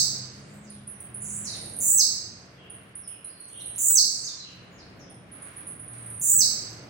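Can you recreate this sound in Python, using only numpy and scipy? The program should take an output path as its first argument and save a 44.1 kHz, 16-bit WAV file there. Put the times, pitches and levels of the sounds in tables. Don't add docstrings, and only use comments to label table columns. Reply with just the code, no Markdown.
import sys
import numpy as np
from scipy import signal
from scipy.fft import rfft, irfft, next_fast_len
from scipy.io import wavfile
from scipy.ndimage import uniform_filter1d

SR = 44100
rng = np.random.default_rng(int(sys.argv[2]) if len(sys.argv) > 2 else 0)


def waveform_to_disk(signal):
    frames = np.transpose(np.atleast_2d(signal))
    scaled = np.clip(frames, -1, 1) * 32767
    samples = np.round(scaled).astype(np.int16)
    wavfile.write(sys.argv[1], SR, samples)


def gain_from_db(level_db):
    decades = np.asarray(level_db, float) / 20
    return 10 ** decades


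N = 303849
LEAD = SR // 2

# (frequency [Hz], density [dB per Hz])
STREET_COLOUR = [(15, -58), (25, -18), (107, 1.5), (177, -1), (425, -11), (666, -12), (940, -18),
                 (1510, -18), (2250, -20.5), (7030, -43), (9410, -38.5), (10700, -42), (14000, -43.5)]
# (frequency [Hz], left-right correlation [0-1])
STREET_LIKENESS = [(30, .92), (80, 0.98), (250, 0.81), (500, 0.64), (1000, .1), (4000, .01)]
# (time [s], level [dB])
TRAFFIC = [(0, -53.5), (.73, -56.5), (1.5, -53.5), (1.94, -55), (2.3, -57), (3.4, -58.5), (3.63, -57),
           (3.8, -57), (4.4, -58), (4.72, -55.5), (5.62, -55), (6.1, -54), (6.4, -53), (6.89, -52.5)]
# (from [Hz], to [Hz], level above the traffic [dB], share of its swell [ratio])
STREET_LAYERS = [
    (0, 270, 2.5, 1.7),
    (273.4, 950, -0.16, 1.38),
    (953, 30000, -2.5, 1),
]
# (time [s], pitch [Hz], level [dB])
HEAVY_ENGINE = [(0, 135.3, -43.5), (.8, 134.8, -48), (1.55, 110.4, -50), (2.1, 120, -70.5), (2.7, 130, -57),
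                (3.3, 116.6, -67), (4.7, 130.2, -57.5), (5.6, 124.3, -66.5), (6.05, 115.3, -41),
                (6.4, 121.5, -55), (6.89, 119.9, -46)]
# (time [s], pitch [Hz], level [dB])
LIGHT_ENGINE = [(0, 204.5, -52), (1.55, 203.5, -48), (2.1, 191.3, -56.5), (2.7, 184, -55),
                (3.3, 181, -67.5), (4.7, 176.6, -57), (5.7, 187, -64), (6.4, 209.5, -78.5),
                (6.89, 205, -67)]

# (time [s], length [s], start pitch [Hz], end pitch [Hz], level [dB])
FAR_WHISTLES = [(.92, 0.033, 6300, 5800, -70.5), (3.01, 0.055, 5650, 5210, -62.5),
                (3.23, 0.035, 4100, 4360, -67), (3.31, .14, 4470, 4380, -65.5),
                (3.42, 0.028, 5900, 5820, -70), (3.58, 0.04, 3750, 4290, -56),
                (3.885, 0.081, 4060, 3950, -61), (4.24, 0.062, 5730, 5910, -51.5),
                (4.36, 0.064, 4350, 4050, -50.5), (4.70, 0.062, 7240, 6800, -68.5),
                (5.44, .035, 6920, 6860, -80)]
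# (time [s], length [s], start pitch [Hz], end pitch [Hz], level [dB])
FAR_CHATTER = [(.6, .2, 6280, 3400, -71), (1.0, 0.11, 2980, 2930, -75), (1.5, 0.054, 4390, 4160, -42.5),
               (2.54, 0.15, 3287, 3146, -63), (3.04, 0.13, 3405, 2850, -63),
               (3.27, 0.064, 5270, 4980, -64.5), (3.49, .14, 3310, 3212, -58.5),
               (4.42, 0.088, 3155, 2885, -59), (4.76, 0.067, 6330, 4360, -54),
               (4.98, 0.052, 6760, 5390, -54), (5.04, .064, 3590, 3220, -68.5)]
# (time [s], level [dB], buzz [dB], drop [dB], slowness [ratio])
FAR_PHRASES = [
    (.33, -63, 0, 1.5, 1.7),
    (1.205, -45.5, 8, 6.5, 1.33),
    (3.995, -46, 5, 8, 1.33),
]

# (time [s], centre [Hz], width [Hz], level [dB])
CAGE_TICKS = [(.54, 13500, 1800, -60), (1.003, 8860, 886, -44.5), (1.553, 2240, 1200, -45.5),
              (3.076, 9100, 800, -49), (3.325, 8160, 502, -59), (3.485, 7520, 3950, -52.5),
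              (3.600, 6000, 5000, -50), (3.751, 6000, 4960, -48), (5.422, 7990, 900, -59.5),
              (5.670, 8200, 800, -54), (5.938, 6000, 4000, -57.5), (3.39, 13500, 2004, -60),
              (5.84, 14000, 1500, -63), (6.705, 12500, 2500, -60.5)]
# (time [s], length [s], end pitch [Hz], level [dB])
OPENING_CHIPS = [ (0.699, 0.01, 10070, -39.5), (0.871, 0.014, 10900, -33.5), (1.001, 0.0086, 9850, -35),
                 (1.142, 0.011, 10550, -31), (1.216, 0.014, 11230, -30.5), (1.297, 0.01, 10350, -32),
                 (1.363, 0.0073, 10630, -28), (2.698, 0.011, 10000, -37), (2.952, 0.0094, 10480, -32.5),
                 (3.074, 0.01, 10500, -31.5), (3.243, 0.01, 10700, -32), (3.4, 0.013, 9950, -38),
                 (5.096, 0.0167, 9780, -47.5), (5.313, 0.027, 10940, -42.5), (5.417, .017, 10170, -37.5),
                 (5.561, 0.0185, 10720, -37), (5.665, 0.019, 10430, -34), (5.793, 0.013, 10340, -36.5),
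                 (5.876, 0.015, 10270, -38.5)]
# (time [s], start pitch [Hz], level [dB])
TRILL_FLICKS = [ (1.452, 11240, -36), (1.51, 10740, -37), (1.564, 10080, -36), (1.610, 12040, -34),
                (1.654, 12500, -32.5), (1.694, 12860, -35.5), (1.734, 11800, -31.5), (1.763, 12930, -28),
                (1.786, 13140, -20), (3.477, 9920, -41), (3.526, 11150, -37), (3.572, 11040, -34),
                (3.616, 12430, -31.5), (3.657, 11970, -25.5), (3.696, 10360, -33), (3.758, 12830, -25.5),
                (5.930, 10830, -38), (5.978, 11550, -36.5), (6.021, 11400, -37), (6.06, 12080, -32),
                (6.1, 12830, -30), (6.142, 11060, -34), (6.174, 10020, -37), (6.195, 13660, -24)]
# (time [s], level [dB], buzz [dB], drop [dB], slowness [ratio])
NEAR_PHRASES = [
    (-.215, -21, 1.5, 2, 0.99),
    (1.803, -20, 2, 2, 1),
    (3.780, -19.5, 1.5, 3, 1),
    (6.213, -19, 1.5, 0.5, 1),
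]
# (start pitch [Hz], end pitch [Hz], level [dB])
SYLLABLES = [
    (7260, 7400, -4),
    (7790, 7500, -1),
    (7950, 7600, -3),
    (6047, 6450, -2.5),
    (6000, 3720, -2),
]
# (time [s], pitch [Hz], level [dB])
SECOND_VOICE = [
    (0, 9500, -12.5),
    (0.029, 9570, -8),
    (.07, 8900, -8),
    (.105, 9340, -10),
    (.112, 8650, -24),
]

# (frequency [Hz], reverberation time [s])
ROOM_DECAY = [(2500, 1.4), (4000, 0.78), (5500, 0.67), (7700, 0.6), (11000, 0.34), (15500, 0.44)]
# (left delay [s], right delay [s], level [dB])
ECHOES = [
    (.0047, .0040, -5),
    (.0095, .0103, -11),
    (.0138, .0151, -12),
]
# (frequency [Hz], faintest band kept [dB])
GATE_FLOOR = [(3000, -104), (6000, -99), (9500, -96), (10500, -89), (16000, -88)]

# (start [s], end [s])
BUZZ_S, SWEEPS_S, WHISTLE_S, HOOK_S, DROP_S = (0, .075), (.082, .108), (.114, .172), (.175, .186), (.190, .216)
RELEASE_S = .004


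def on_log(hz, table):
    table_hz, values = np.transpose(table)
    return np.interp(np.log(np.maximum(hz, 1)), np.log(table_hz), values)


def walk(rate, size):
    hold = int(SR / rate)
    steps = np.repeat(rng.standard_normal(size // hold + 1), hold)
    return 1.3 * uniform_filter1d(uniform_filter1d(steps, hold), hold)[:size]


def add(track, s, sound):
    i = int(s * SR) + LEAD
    track[..., i:i + sound.shape[-1]] += sound


def sine(hz):
    return np.sin(2 * np.pi * np.cumsum(hz) / SR)


def town():
    quiet_street_db = -56
    busy_db = np.interp(np.arange(N) / SR, *np.transpose(TRAFFIC)) - quiet_street_db
    size = next_fast_len(N)
    hz = np.arange(size // 2 + 1) * SR / size
    like = np.clip(on_log(hz, STREET_LIKENESS), 0, 1)
    mid, side = rfft(rng.standard_normal((2, size)))
    pair = np.sqrt(1 + like) * mid + np.sqrt(1 - like) * side * np.array([[1], [-1]])
    pair = gain_from_db(on_log(hz, STREET_COLOUR)) * pair
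    out = 0
    for low_hz, high_hz, db, share in STREET_LAYERS:
        band = irfft(pair * (hz >= low_hz) * (hz < high_hz), size)[:, :N]
        swell_db = quiet_street_db + db + share * busy_db + 1.5 * walk(6.6, N)
        out = out + band / np.std(band.mean(axis=0)) * gain_from_db(swell_db)
    return out


def hum(table, throb_db, waver_hz):
    s, *columns = np.transpose(table)
    hz, db = (np.interp(np.arange(N) / SR, s, c) for c in columns)
    return gain_from_db(db + throb_db * walk(12, N)) * sine(hz + waver_hz * walk(10, N))


def engines():
    return hum(HEAVY_ENGINE, throb_db=3.0, waver_hz=6) + hum(LIGHT_ENGINE, throb_db=4.0, waver_hz=4.5)


def glides(table, edge_s, warble_hz):
    out = np.zeros(N + LEAD)
    for s, length, start_hz, low_hz, end_hz, db in table:
        t = np.arange(int(length * SR)) / SR
        down, up = abs(start_hz - low_hz), abs(end_hz - low_hz)
        turn = length * np.clip(down / (down + up + 1) + 0.071, .1, .9)
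        falling = down * np.abs(1 - t / turn) ** 1.6
        rising = up * (np.abs(t - turn) / (length - turn)) ** 1.1
        hz = low_hz + np.where(t < turn, falling, rising) + warble_hz * walk(350, len(t))
        edge = np.clip(np.minimum(t / (.3 * length), (length - t) / edge_s), 0, 1)
        throat_db = -4.3 * np.abs(hz - low_hz) / 1000
        add(out, s, gain_from_db(db + throat_db) * edge * sine(hz))
    return out


def calls(table, dip, edge_s, warble_hz):
    bent = [(s, length, a, (1 - dip) * min(a, b), b, db) for s, length, a, b, db in table]
    return glides(bent, edge_s, warble_hz)


def ticks():
    out, size = np.zeros(N + LEAD), 512
    hz = np.arange(size // 2 + 1) * SR / size
    decay = np.exp(-np.arange(size) / SR / 0.0031)
    for s, centre_hz, width_hz, db in CAGE_TICKS:
        ring = np.exp(-.5 * ((hz - centre_hz) / width_hz) ** 2)
        colour = ring + gain_from_db(-13) * (hz > 11000)
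        burst = irfft(rfft(rng.standard_normal(size)) * colour)
        add(out, s, gain_from_db(db) * burst / np.std(burst) * decay)
    return out


def chips():
    slow = [(s, length, 9850, 9416, end_hz, db) for s, length, end_hz, db in OPENING_CHIPS]
    trill = []
    for s, start_hz, db in TRILL_FLICKS:
        length = .0075 * np.exp(.025 * (-32.5 - db))
        trill.append((s, length, start_hz, 8840, 8900, db))
    return glides(slow + trill, edge_s=0.002, warble_hz=5)


def song_controls(t):
    dip_s = .003
    from_hz, to_hz, db = np.transpose(SYLLABLES)
    edges = np.ravel([BUZZ_S, SWEEPS_S, WHISTLE_S, HOOK_S, DROP_S])
    hz = np.interp(t, edges, np.ravel([from_hz, to_hz], order="F"))
    sweep_hz = np.interp(t, [SWEEPS_S[1], WHISTLE_S[0]], [1370, 40])
    rate = np.interp(t, [BUZZ_S[1], SWEEPS_S[0]], [200, 60])

    def along(part):
        return np.clip((t - part[0]) / (part[1] - part[0]), 0, 1)

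    level = np.interp(t, edges, np.repeat(db, 2)) - 8.5 * np.exp(-t / .03)
    level = level - 6 * along(WHISTLE_S) ** 2 * (t < HOOK_S[0])
    jump_s = (WHISTLE_S[1] + HOOK_S[0]) / 2
    level = level - 24 * np.clip(1 - np.abs(t - jump_s) / dip_s, 0, 1)
    drop_in = np.clip((t - HOOK_S[1]) / dip_s, 0, 1)
    level = level - 14 * np.abs(2 * along(DROP_S) - .85) ** 3 * drop_in
    return hz, sweep_hz, rate, level - 35.5 * np.clip((t - DROP_S[1]) / RELEASE_S, 0, 1)


def phrases(table, overtone_db, wobble_hz):
    out = np.zeros((2, N + LEAD))
    pan = gain_from_db([[-2.5], [2.5]])
    treble = signal.butter(4, 11500, "high", fs=SR, output="sos")
    upper_s, *upper_columns = np.transpose(SECOND_VOICE)
    for start, level_db, buzz_db, drop_db, slowness in table:
        t = np.arange(int((DROP_S[1] + RELEASE_S) * slowness * SR)) / SR / slowness
        hz, sweep_hz, rate, db = song_controls(t)
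        cycle = np.cumsum(rate * (1 + 0.06 * walk(80, len(t)))) / SR % 1
        swept = np.clip(sweep_hz / 600, 0, 1)
        pulse = 1 - swept + swept * np.sin(np.pi * cycle ** 0.91) ** 2
        pitch = hz + sweep_hz * (2 * cycle - 1) + wobble_hz * walk(300, len(t))
        phase = 2 * np.pi * np.cumsum(pitch) / SR
        breath_db = level_db + db + swept * buzz_db + (t > WHISTLE_S[1]) * drop_db
        breath = gain_from_db(breath_db + 0.44 * walk(200, len(t))) * pulse
        upper_hz, upper_db = (np.interp(t, upper_s, c) for c in upper_columns)
        upper = gain_from_db(level_db + buzz_db + upper_db) * pulse * sine(upper_hz + 1500 * (cycle - .5))
        beak_db = -np.abs(2 * pitch - 14900) / 230 - 8 * (t > HOOK_S[1])
        overtone = gain_from_db(overtone_db + beak_db) * np.sin(2 * phase) * gain_from_db([[0], [-11]])
        air = gain_from_db(-25) * signal.sosfilt(treble, rng.standard_normal(len(t)))
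        add(out, start, (breath * (np.sin(phase) + overtone + air) + upper) * pan)
    return out


def room():
    t = np.arange(SR) / SR
    hz = np.arange(SR // 2 + 1)
    noise, tail = rfft(rng.standard_normal((2, SR))), 0
    for centre_hz in range(2000, 18000, 1000):
        band = irfft(noise * np.clip(1 - np.abs(hz - centre_hz) / 1000, 0, 1))
        decay_db = -60 * t / on_log(centre_hz, ROOM_DECAY)
        tail = tail + band * gain_from_db(decay_db - 0.067 * centre_hz / 1000)
    tail = tail * np.clip(t / .009, 0, 1) * (1 + .15 * np.exp(-t / .03))
    return tail / np.sqrt(np.mean(np.sum(tail ** 2, axis=1)))


def heard(song, tail, wet_db):
    response = gain_from_db(wet_db) * tail
    response[:, 0] += 1
    for left_s, right_s, db in ECHOES:
        response[[0, 1], [int(left_s * SR), int(right_s * SR)]] += gain_from_db(db)
    return signal.fftconvolve(song * np.ones((2, 1)), response, axes=1)[:, LEAD:LEAD + N]


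def scene():
    outside = town() + engines()
    far = calls(FAR_WHISTLES, dip=0.023, edge_s=0.015, warble_hz=85)
    far = far + calls(FAR_CHATTER, dip=.05, edge_s=0.044, warble_hz=239.2)
    far = far + phrases(FAR_PHRASES, overtone_db=-11, wobble_hz=367)
    near = (chips() + ticks()) * gain_from_db([[-2.5], [2.5]])
    near = near + phrases(NEAR_PHRASES, overtone_db=0.5, wobble_hz=34.75)
    return outside + heard(gain_from_db(-10) * far, room(), wet_db=20) + heard(near, room(), wet_db=6.5)


def gate(x):
    frame, bins, from_hz = 2048, 16, 3300
    window = np.sin(np.pi * (np.arange(frame) + .5) / frame)
    shape = dict(window=window, nperseg=frame, noverlap=frame // 2)
    z = signal.stft(x, **shape)[2]
    power = np.mean(np.abs(z[:, :-1]) ** 2, axis=0).reshape(-1, bins, z.shape[2]).sum(axis=1)
    db = 10 * np.log10(power + 1e-18)
    hz = (np.arange(len(db)) + .5)[:, None] * bins * SR / frame
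    slope = np.where(hz < 11200, 1.9, 1.7)
    loudest_db = db[hz[:, 0] > from_hz].max(axis=0)
    masked_db = .6 * loudest_db - 52 - np.abs(hz / 1000 - 11.2) * slope
    limit = np.maximum(on_log(hz, GATE_FLOOR), masked_db)
    flutter = 4 * rng.standard_normal(db.shape[1]) + 4 * rng.standard_normal(db.shape)
    limit = limit + uniform_filter1d(flutter, size=2)
    z[:, :-1] *= np.repeat((db > limit) | (hz < from_hz), bins, axis=0)
    return signal.istft(z, **shape)[1][:, :N]


def band_limit(x):
    return signal.sosfilt(signal.butter(12, 16830, fs=SR, output="sos"), x)


def record(dry):
    dry = signal.sosfilt(signal.ellip(10, .2, 80, 15900, fs=SR, output="sos"), dry)
    dry = signal.sosfilt(signal.butter(2, 45, "high", fs=SR, output="sos"), dry)
    return band_limit(gate(dry))


dry = scene()
out = record(dry)
waveform_to_disk(out)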